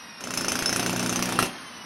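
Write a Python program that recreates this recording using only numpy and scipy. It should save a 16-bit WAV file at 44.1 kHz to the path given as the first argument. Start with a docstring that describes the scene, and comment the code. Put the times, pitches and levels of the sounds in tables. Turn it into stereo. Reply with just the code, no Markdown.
"""In a small bare room, a corded demolition hammer chisels a concrete floor, about 30 blows a second.
Each blow knocks the housing, rings the steel chisel, crushes grit and booms in the floor.
The whining motor sags under load. The chisel comes free with a hard clack,
then the motor races briefly and starts to run down."""
import sys
import numpy as np
from scipy import signal
from scipy.fft import rfft, irfft, next_fast_len
from scipy.io import wavfile

SR = 44100
rng = np.random.default_rng(int(sys.argv[2]) if len(sys.argv) > 2 else 0)


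def wav_out(sig):
    """Save sig, one row per channel (or a flat mono array), as 16-bit PCM at SR to the path in sys.argv[1]."""
    wavfile.write(sys.argv[1], SR, np.round(np.clip(np.atleast_2d(sig).T, -1, 1) * 32767).astype(np.int16))


N = 81585

# One row per hammer blow; each sound adds its own offset to these levels: (time [s], knock [dB],
# knock pitch [Hz], grit [dB], chisel ring [dB], jammed chisel ring [dB], floor boom [dB])
BLOWS = [(0.207, -35, 1400, -41, -31.5, -51, -42.5), (0.2391, -42, 1400, -37.5, -24.5, -56, -39),
         (0.2722, -29, 1430, -37.5, -27, -36, -34.5), (0.3064, -28.5, 1360, -35.5, -26.5, -36, -31.5),
         (0.3379, -28.5, 1430, -29.5, -18.5, -42, -36.5), (0.3739, -26, 1370, -26, -18.5, -22, -32.5),
         (0.4091, -25, 1390, -38, -18.5, -25.5, -29), (0.4454, -25, 1390, -30.5, -22, -35, -30),
         (0.4821, -26, 1350, -27.5, -15.5, -23.5, -32.5), (0.5187, -23, 1480, -28.5, -14.5, -46, -30),
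         (0.5547, -22.5, 1483, -28, -20, -28, -29), (0.59, -27, 1430, -28.5, -23.5, -29, -29),
         (0.6236, -24, 1450, -28, -21.5, -29.5, -36), (0.6584, -23, 1494, -28, -22, -18, -29),
         (0.6927, -24.5, 1460, -29, -17.5, -23.5, -28), (0.7271, -21.5, 1556, -27, -18, -31, -29),
         (0.7606, -20.5, 1440, -26.5, -16.5, -45, -28.5), (0.795, -25, 1480, -24, -19.5, -26, -25.5),
         (0.8287, -27, 1390, -28.5, -27, -45, -25), (0.862, -22, 1448, -27.5, -19.5, -57, -24),
         (0.895, -29, 1370, -27.5, -24, -48, -29.5), (0.9285, -28, 1360, -33.5, -22.5, -47, -24.5),
         (0.9616, -28, 1523, -28.5, -20, -40, -27.5), (0.9945, -23.5, 1430, -32, -18, -43, -24.5),
         (1.0275, -31, 1415, -28.5, -19, -49, -24.5), (1.0604, -23.5, 1430, -31, -16.5, -37, -28.5),
         (1.0936, -26.5, 1340, -30, -18.5, -46, -25), (1.1258, -25, 1450, -28, -18.5, -42, -34.5),
         (1.1587, -24.5, 1250, -27.5, -17, -48, -26), (1.1917, -22.5, 1304, -31, -20, -46, -28),
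         (1.2245, -26, 1180, -27, -14.5, -49, -31), (1.2565, -30, 1370, -30, -21, -48, -28),
         (1.2898, -23.5, 1340, -28.5, -18.5, -54, -32), (1.3229, -26.5, 1220, -26, -21.5, -52, -25),
         (1.3563, -44, 1480, -32, -29, -52, -27.5), (1.3894, -9.5, 1326, -19, -25, -48, -25),
         (1.4258, -17.5, 1313, -22, -32, -66, -36), (1.4557, -51, 1370, -30, -41, -60, -37)]


def amp(db):
    """Turns decibels into a gain."""
    return 10 ** (np.asarray(db) / 20)


def unit(x):
    """Scales a signal to an average size (rms) of 1."""
    return x / np.sqrt(np.mean(x ** 2) + 1e-20)


def read(points, hz):
    """Looks up a table between its rows, on a log frequency scale."""
    f, value = np.transpose(points)
    return np.interp(np.log(hz + 1), np.log(f + 1), value)


def add(mix, s, sound):
    """Mixes a sound in at s seconds."""
    part = mix[max(round(s * SR), 0):][:len(sound)]
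    part += sound[:len(part)]


def colour(x, points, size=4096):
    """Gives noise the tone colour in a table, keeping its power and adding no sound ahead of it."""
    log_gain = np.log(amp(read(points, abs(np.fft.fftfreq(size, 1 / SR)))))
    response = np.exp(signal.hilbert(log_gain).conj())
    taps = np.fft.ifft(response).real[:size // 2]
    return signal.fftconvolve(x, taps / np.linalg.norm(taps))[:N]


def wander(rate_hz):
    """A smooth random wobble of average size 1."""
    at = np.arange(N) * 2 * min(rate_hz, SR / 20) / SR
    points = rng.standard_normal(N // 10 + 2)
    return unit(np.interp(at, np.arange(len(points)), points))


def ring(times, levels, modes, rise_s, detune, scatter_db, pitch=1):
    """Each hit rings an object's own tones a little differently; they drop 60 dB in their fade time."""
    hz, db, fade_s = np.transpose(modes)[:, :, None]
    t, out = np.arange(0, .8 * fade_s.max(), 1 / SR), np.zeros(N)
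    envelope = amp(db - 60 * t / fade_s) * (1 - np.exp(-(t / rise_s) ** 2))
    chance = rng.standard_normal((len(times), 2, len(modes), 1))
    for s, level, stretch, (mistune, louder) in zip(times, levels, pitch * np.ones(len(times)), chance):
        waves = np.sin((2 * np.pi * hz * stretch * (1 + detune * mistune) * t).astype("float32"))
        add(out, s, amp(level + scatter_db * louder[:, 0]) @ (envelope * waves))
    return out


def burst(times, levels, spectrum, peak_s, tail_db, tail_s, grain_db):
    """Each hit throws a sharp spurt of grainy noise, then a dying trickle."""
    t, power = np.arange(SR // 6) / SR, np.zeros(N)
    spurt = t / peak_s * np.exp(1 - t / peak_s)
    trickle = amp(tail_db) * np.exp(-t / tail_s) * (1 - np.exp(-t / peak_s))
    for s, level in zip(times, levels):
        add(power, s, (amp(level) * (spurt + trickle)) ** 2)
    grains = unit(rng.standard_normal(N) * amp(grain_db * wander(1220)))
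    return colour(grains * np.sqrt(power), spectrum)


def spread(pair, width, corner_hz=400):
    """Sound from all around: left and right are alike in the bass and partly unrelated above."""
    side = width * signal.lfilter(*signal.butter(1, corner_hz, "high", fs=SR), pair[1])
    return np.array([pair[0] + side, pair[0] - side]) / np.sqrt(1 + width ** 2)


def room(x, level_db=-5, echoes_per_s=4000, size=256):
    """Bare walls throw back many small echoes that blur into a short tail."""
    # How long the room rings: (frequency [Hz], fade time [s])
    fade_times = [(100, 0.23), (500, 0.34), (2000, 0.23), (6000, 0.14), (14000, 0.13)]
    t = np.arange(SR // 2) / SR
    taps = rng.choice([-1., 1.], (2, len(t)))
    taps *= (rng.random(taps.shape) < echoes_per_s / SR) * (t > .003)
    hz, at, spectrum = signal.stft(taps, SR, nperseg=size)
    fade = amp(-60 * at / read(fade_times, hz)[:, None])
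    tail = signal.istft(spectrum * fade, SR, nperseg=size)[1][:, :len(t)]
    echo = amp(level_db) * tail / np.linalg.norm(tail[0])
    return spread(signal.fftconvolve(x[None], echo, axes=1)[:, :N], width=0.17)


def motor(blades=9, waver=0.00396, flutter_db=3.5):
    """The motor whines at multiples of its turning speed while its fan rushes air."""
    # The motor sags, races and slows: (time [s], fan blade pitch [Hz], whine [dB], air [dB])
    course = [(0, 2869, -44.5, -43.5), (0.191, 2758, -45, -44), (0.329, 2580, -50, -38.5),
              (0.46, 2381, -43.5, -37), (0.701, 2543, -42.5, -36), (0.948, 2678, -42.5, -36),
              (1.362, 2658, -43, -35.5), (1.45, 3110, -39, -41), (1.5, 3205, -44, -39),
              (1.6, 3178, -46.5, -40), (1.7, 3054, -44.5, -42), (1.85, 2890, -44, -41.5)]
    # Tones of the whine: (multiple of the shaft speed [x], level [dB])
    tones = [(3, -7), (5, -9), (6, -10), (8, -7), (9, -4), (12, -14), (16, -15), (17, -15), (18, -2.5),
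             (24, -19), (27, -13), (36, -19)]
    # How the casing colours the whine: (frequency [Hz], level [dB])
    casing = [(900, -5), (2500, 2), (2800, -3), (3050, 2), (4500, 2.5), (5800, 1.5), (6300, -0.5),
              (8700, 2.5), (9500, 6.5), (11000, 0), (13000, -5)]
    # Colour of the rushing air: (frequency [Hz], level [dB])
    air_colour = [(20, -34), (70, -7), (130, -0.5), (240, 7.5), (400, -3), (700, 0), (1100, 4), (1700, 0.5),
                  (2300, -1), (3000, -3), (3700, -4.5), (5800, -5), (7200, -29), (9000, -12.5),
                  (12000, -18.5), (13500, -26), (16000, -59)]
    s, *controls = np.transpose(course)
    blade_hz, whine_db, air_db = (np.interp(np.arange(N) / SR, s, c) for c in controls)
    shaft_hz = blade_hz / blades
    angle = 2 * np.pi * np.cumsum(shaft_hz * (1 + waver * wander(95))) / SR
    whine = np.zeros(N)
    for multiple, db in tones:
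        gain = amp(db + read(casing, multiple * shaft_hz) + flutter_db * wander(60))
        whine += gain * np.cos(multiple * angle + 2 * np.pi * rng.random())
    air = spread([colour(noise, air_colour) for noise in rng.standard_normal((2, N))], width=0.35)
    return amp(whine_db - 1.5) * whine + amp(air_db + 0.49 * wander(70)) * air


def floor(return_s=0.01522):
    """The slab booms and rumbles at each blow, and booms again as the piston knocks on its way back."""
    # Deep tones of the slab: (pitch [Hz], level [dB], fade time [s])
    slab = [(63.4, -22, 0.16), (121.6, -10, 0.192), (184.3, -5, 0.23), (243, 0.5, 0.14), (298, -27, 0.019),
            (334.8, -8.5, 0.16), (396.8, -9, 0.11), (635.3, -14, 0.15), (842, -19, 0.081),
            (975, -18, 0.082)]
    # Colour of the loose rumble: (frequency [Hz], level [dB])
    rumble_colour = [(20, -27), (45, -28), (95, -1), (150, -4), (260, 4.5), (450, -0.5), (800, -2.5),
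                     (1500, -36.5), (4000, -13.5), (16000, -63)]
    s, *_, boom_db = np.transpose(BLOWS)
    stroke = ring(s, boom_db - 1.5, slab, rise_s=0.0042, detune=0.0013, scatter_db=-0.8)
    back = ring(s + return_s, boom_db - 2, slab, rise_s=0.0022, detune=0.0033, scatter_db=-0.24)
    rumble = burst(s, boom_db - 10, rumble_colour, peak_s=0.0072, tail_db=-7, tail_s=0.036, grain_db=4)
    return stroke + back + rumble


def chips(s, grit_db, flight_s=.025):
    """After each blow a few chips snap off and tick, each at its own moment and pitch."""
    # One tick per concrete chip: (pitch [Hz], level [dB], fade time [s])
    ticks = [(3300, -6, 0.006), (4560, -1, .004), (5900, 1, .003), (8400, -2, 0.0024), (9640, 6, 0.0048),
             (10900, -11, 0.0021)]
    out = np.zeros(N)
    for tick in ticks:
        times = s + flight_s * rng.random(len(s))
        levels = grit_db - 4 + 5 * rng.standard_normal(len(s))
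        out += ring(times, levels, [tick], rise_s=.0001, detune=0.12, scatter_db=2)
    return out


def concrete(s, grit_db, steel_db, lead_s=0.0039, wall_s=.0052):
    """The striker scuffs forward just before each blow, then the concrete crunches and cracks."""
    # Colour of crushed grit: (frequency [Hz], level [dB])
    grit_colour = [(30, -17), (120, -2), (300, 4), (560, 0), (950, -2.5), (1400, -9), (1900, -4.5),
                   (2750, 3.5), (3500, -5.5), (5000, -6.5), (6200, -0.5), (8000, -0.5), (10000, -6.5),
                   (11800, -10.5), (13500, -1.5), (16000, -32)]
    # Colour of the sharp crack: (frequency [Hz], level [dB])
    crack_colour = [(100, -13), (2000, -20.5), (4800, -15.5), (6200, 1), (7200, -4), (8200, -7),
                    (9500, -37), (11500, -39), (13700, -7.5), (15000, -42), (16500, -36)]
    crunch = burst(s, grit_db + 3.95, grit_colour, peak_s=0.00095, tail_db=-6, tail_s=0.021, grain_db=3)
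    crack = burst(s, steel_db + 0.69, crack_colour,
                  peak_s=0.00069, tail_db=-14, tail_s=0.0063, grain_db=3)
    scuff = burst(s[1:] - lead_s, grit_db[1:] - 12.5, grit_colour,
                  peak_s=0.0013, tail_db=-22, tail_s=.003, grain_db=3.5)
    breaking = crunch + crack
    add(breaking, wall_s, amp(-12) * breaking)  # first echo, off the wall beside the tool
    return breaking + scuff


def chisel(s, steel_db, jam_db, chatter_db=3):
    """The struck steel chatters as it rings. Returns the singing of shank and jam, and the bright ring."""
    # Tones of the chisel: (pitch [Hz], level [dB], fade time [s])
    steel_tones = [(2620, -17, .06), (6165, -9, .05), (6480, -11, .03), (7400, -8, .012), (7715, -12, .035),
                   (8980, -16, .08), (11350, -24, .05), (13500, -17, .045), (13830, -11, .045),
                   (15650, -33, .06)]
    # Tones of its shank, or shaft: (pitch [Hz], level [dB], fade time [s])
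    shank_tones = [(7170, -5, .19), (7230, 0, .014), (7320, -12, .06)]
    # Tones of the chisel when it jams: (pitch [Hz], level [dB], fade time [s])
    jam_tones = [(3850, -17, .05), (5305, -2.5, .22), (5352, -9, .13), (5453, -13, .08), (6099, -9, .11),
                 (6158, -11, .1), (7720, -5, .06), (10510, -12, .11), (13490, -8, .06)]
    # The shank sings louder when the chisel is seated in its cut: (time [s], level [dB])
    seated = [(.2, 6.5), (.45, 2), (.78, -3.5), (.87, 10), (1.15, -0.5), (1.33, 3), (1.39, -6)]
    shank_db = steel_db + np.interp(s, *np.transpose(seated))
    steel = ring(s, steel_db + .5, steel_tones, rise_s=.0011, detune=0.0047, scatter_db=3)
    shank = ring(s, shank_db, shank_tones, rise_s=.0007, detune=0.00184, scatter_db=1.7)
    jammed = ring(s, jam_db - 1.5, jam_tones, rise_s=.0011, detune=0.0016, scatter_db=-2)
    chatter = amp(chatter_db * wander(170))
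    return (shank + jammed) * chatter, steel * chatter


def knock(s, knock_db, knock_hz, grit_db):
    """Each blow knocks the tool's housing, and the tip lands on the slab with a dead thud."""
    # Tones of the housing for a 1400 Hz knock: (pitch [Hz], level [dB], fade time [s])
    housing_tones = [(630, -10, 0.016), (1210, -4, 0.0061), (1418, 12.5, 0.0095), (1764, -2, 0.019),
                     (2670, -24, 0.0072)]
    # Tones of the thud: (pitch [Hz], level [dB], fade time [s])
    thud_tones = [(480, -2, 0.0064), (718, 1.5, 0.0076), (950, -4.5, 0.0026)]
    housing = ring(s, knock_db - .3, housing_tones,
                   rise_s=0.00073, detune=0.024, scatter_db=0.46, pitch=knock_hz / 1400)
    thud = ring(s - .0004, grit_db + 2.5, thud_tones, rise_s=0.00031, detune=0.11, scatter_db=2)
    return housing + thud


def scene(shift_hz=3.704):
    """The hammer in its room; the echoes shift as the tool moves."""
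    s, knock_db, knock_hz, grit_db, steel_db, jam_db, _ = np.transpose(BLOWS)
    knocks = knock(s, knock_db, knock_hz, grit_db)
    singing, steel = chisel(s, steel_db, jam_db)
    near = knocks + singing
    bright = steel + concrete(s, grit_db, steel_db) + chips(s, grit_db)
    to_walls = bright + amp(-8) * near  # the near sounds arrive mostly direct
    sway = 2 * np.pi * shift_hz * np.arange(N) / SR
    echoes = room(to_walls * np.cos(sway)) + room(to_walls * np.sin(sway))
    return near + bright + echoes + floor() + motor()


def record(dry, ceiling=0.64, top_hz=16200):
    """Two microphones hear the scene; peaks are rounded off and the highest treble is cut."""
    # How much louder the left microphone is than the right: (frequency [Hz], level [dB])
    balance = [(20, 0.5), (300, -1.5), (700, 4), (1400, 2), (2400, 0), (16000, -1)]
    # How far the left microphone leads the right: (frequency [Hz], phase [radians])
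    phase_lead = [(20, 0), (1800, 0), (2600, 1.3), (3800, 1), (5300, .9), (6200, 1.9), (7200, 3.1),
                  (8300, 3.8), (9000, 4.7), (9900, 6.1), (11300, 6.4), (12100, 7.9), (13000, 9.3),
                  (14500, 9.6), (15600, 11.7)]
    size = next_fast_len(N + 2048)
    hz = np.fft.rfftfreq(size, 1 / SR)
    left = amp(read(balance, hz) / 2) * np.exp(.5j * read(phase_lead, hz))
    heard = irfft(rfft(dry, size) * np.array([left, 1 / left]), size)[:, :N]
    rounded = ceiling * np.tanh(heard / ceiling)
    treble_cut = signal.firwin(255, top_hz, window=("kaiser", 9), fs=SR)
    return signal.oaconvolve(rounded, treble_cut[None], "same")


dry = scene()
out = record(dry)
wav_out(out)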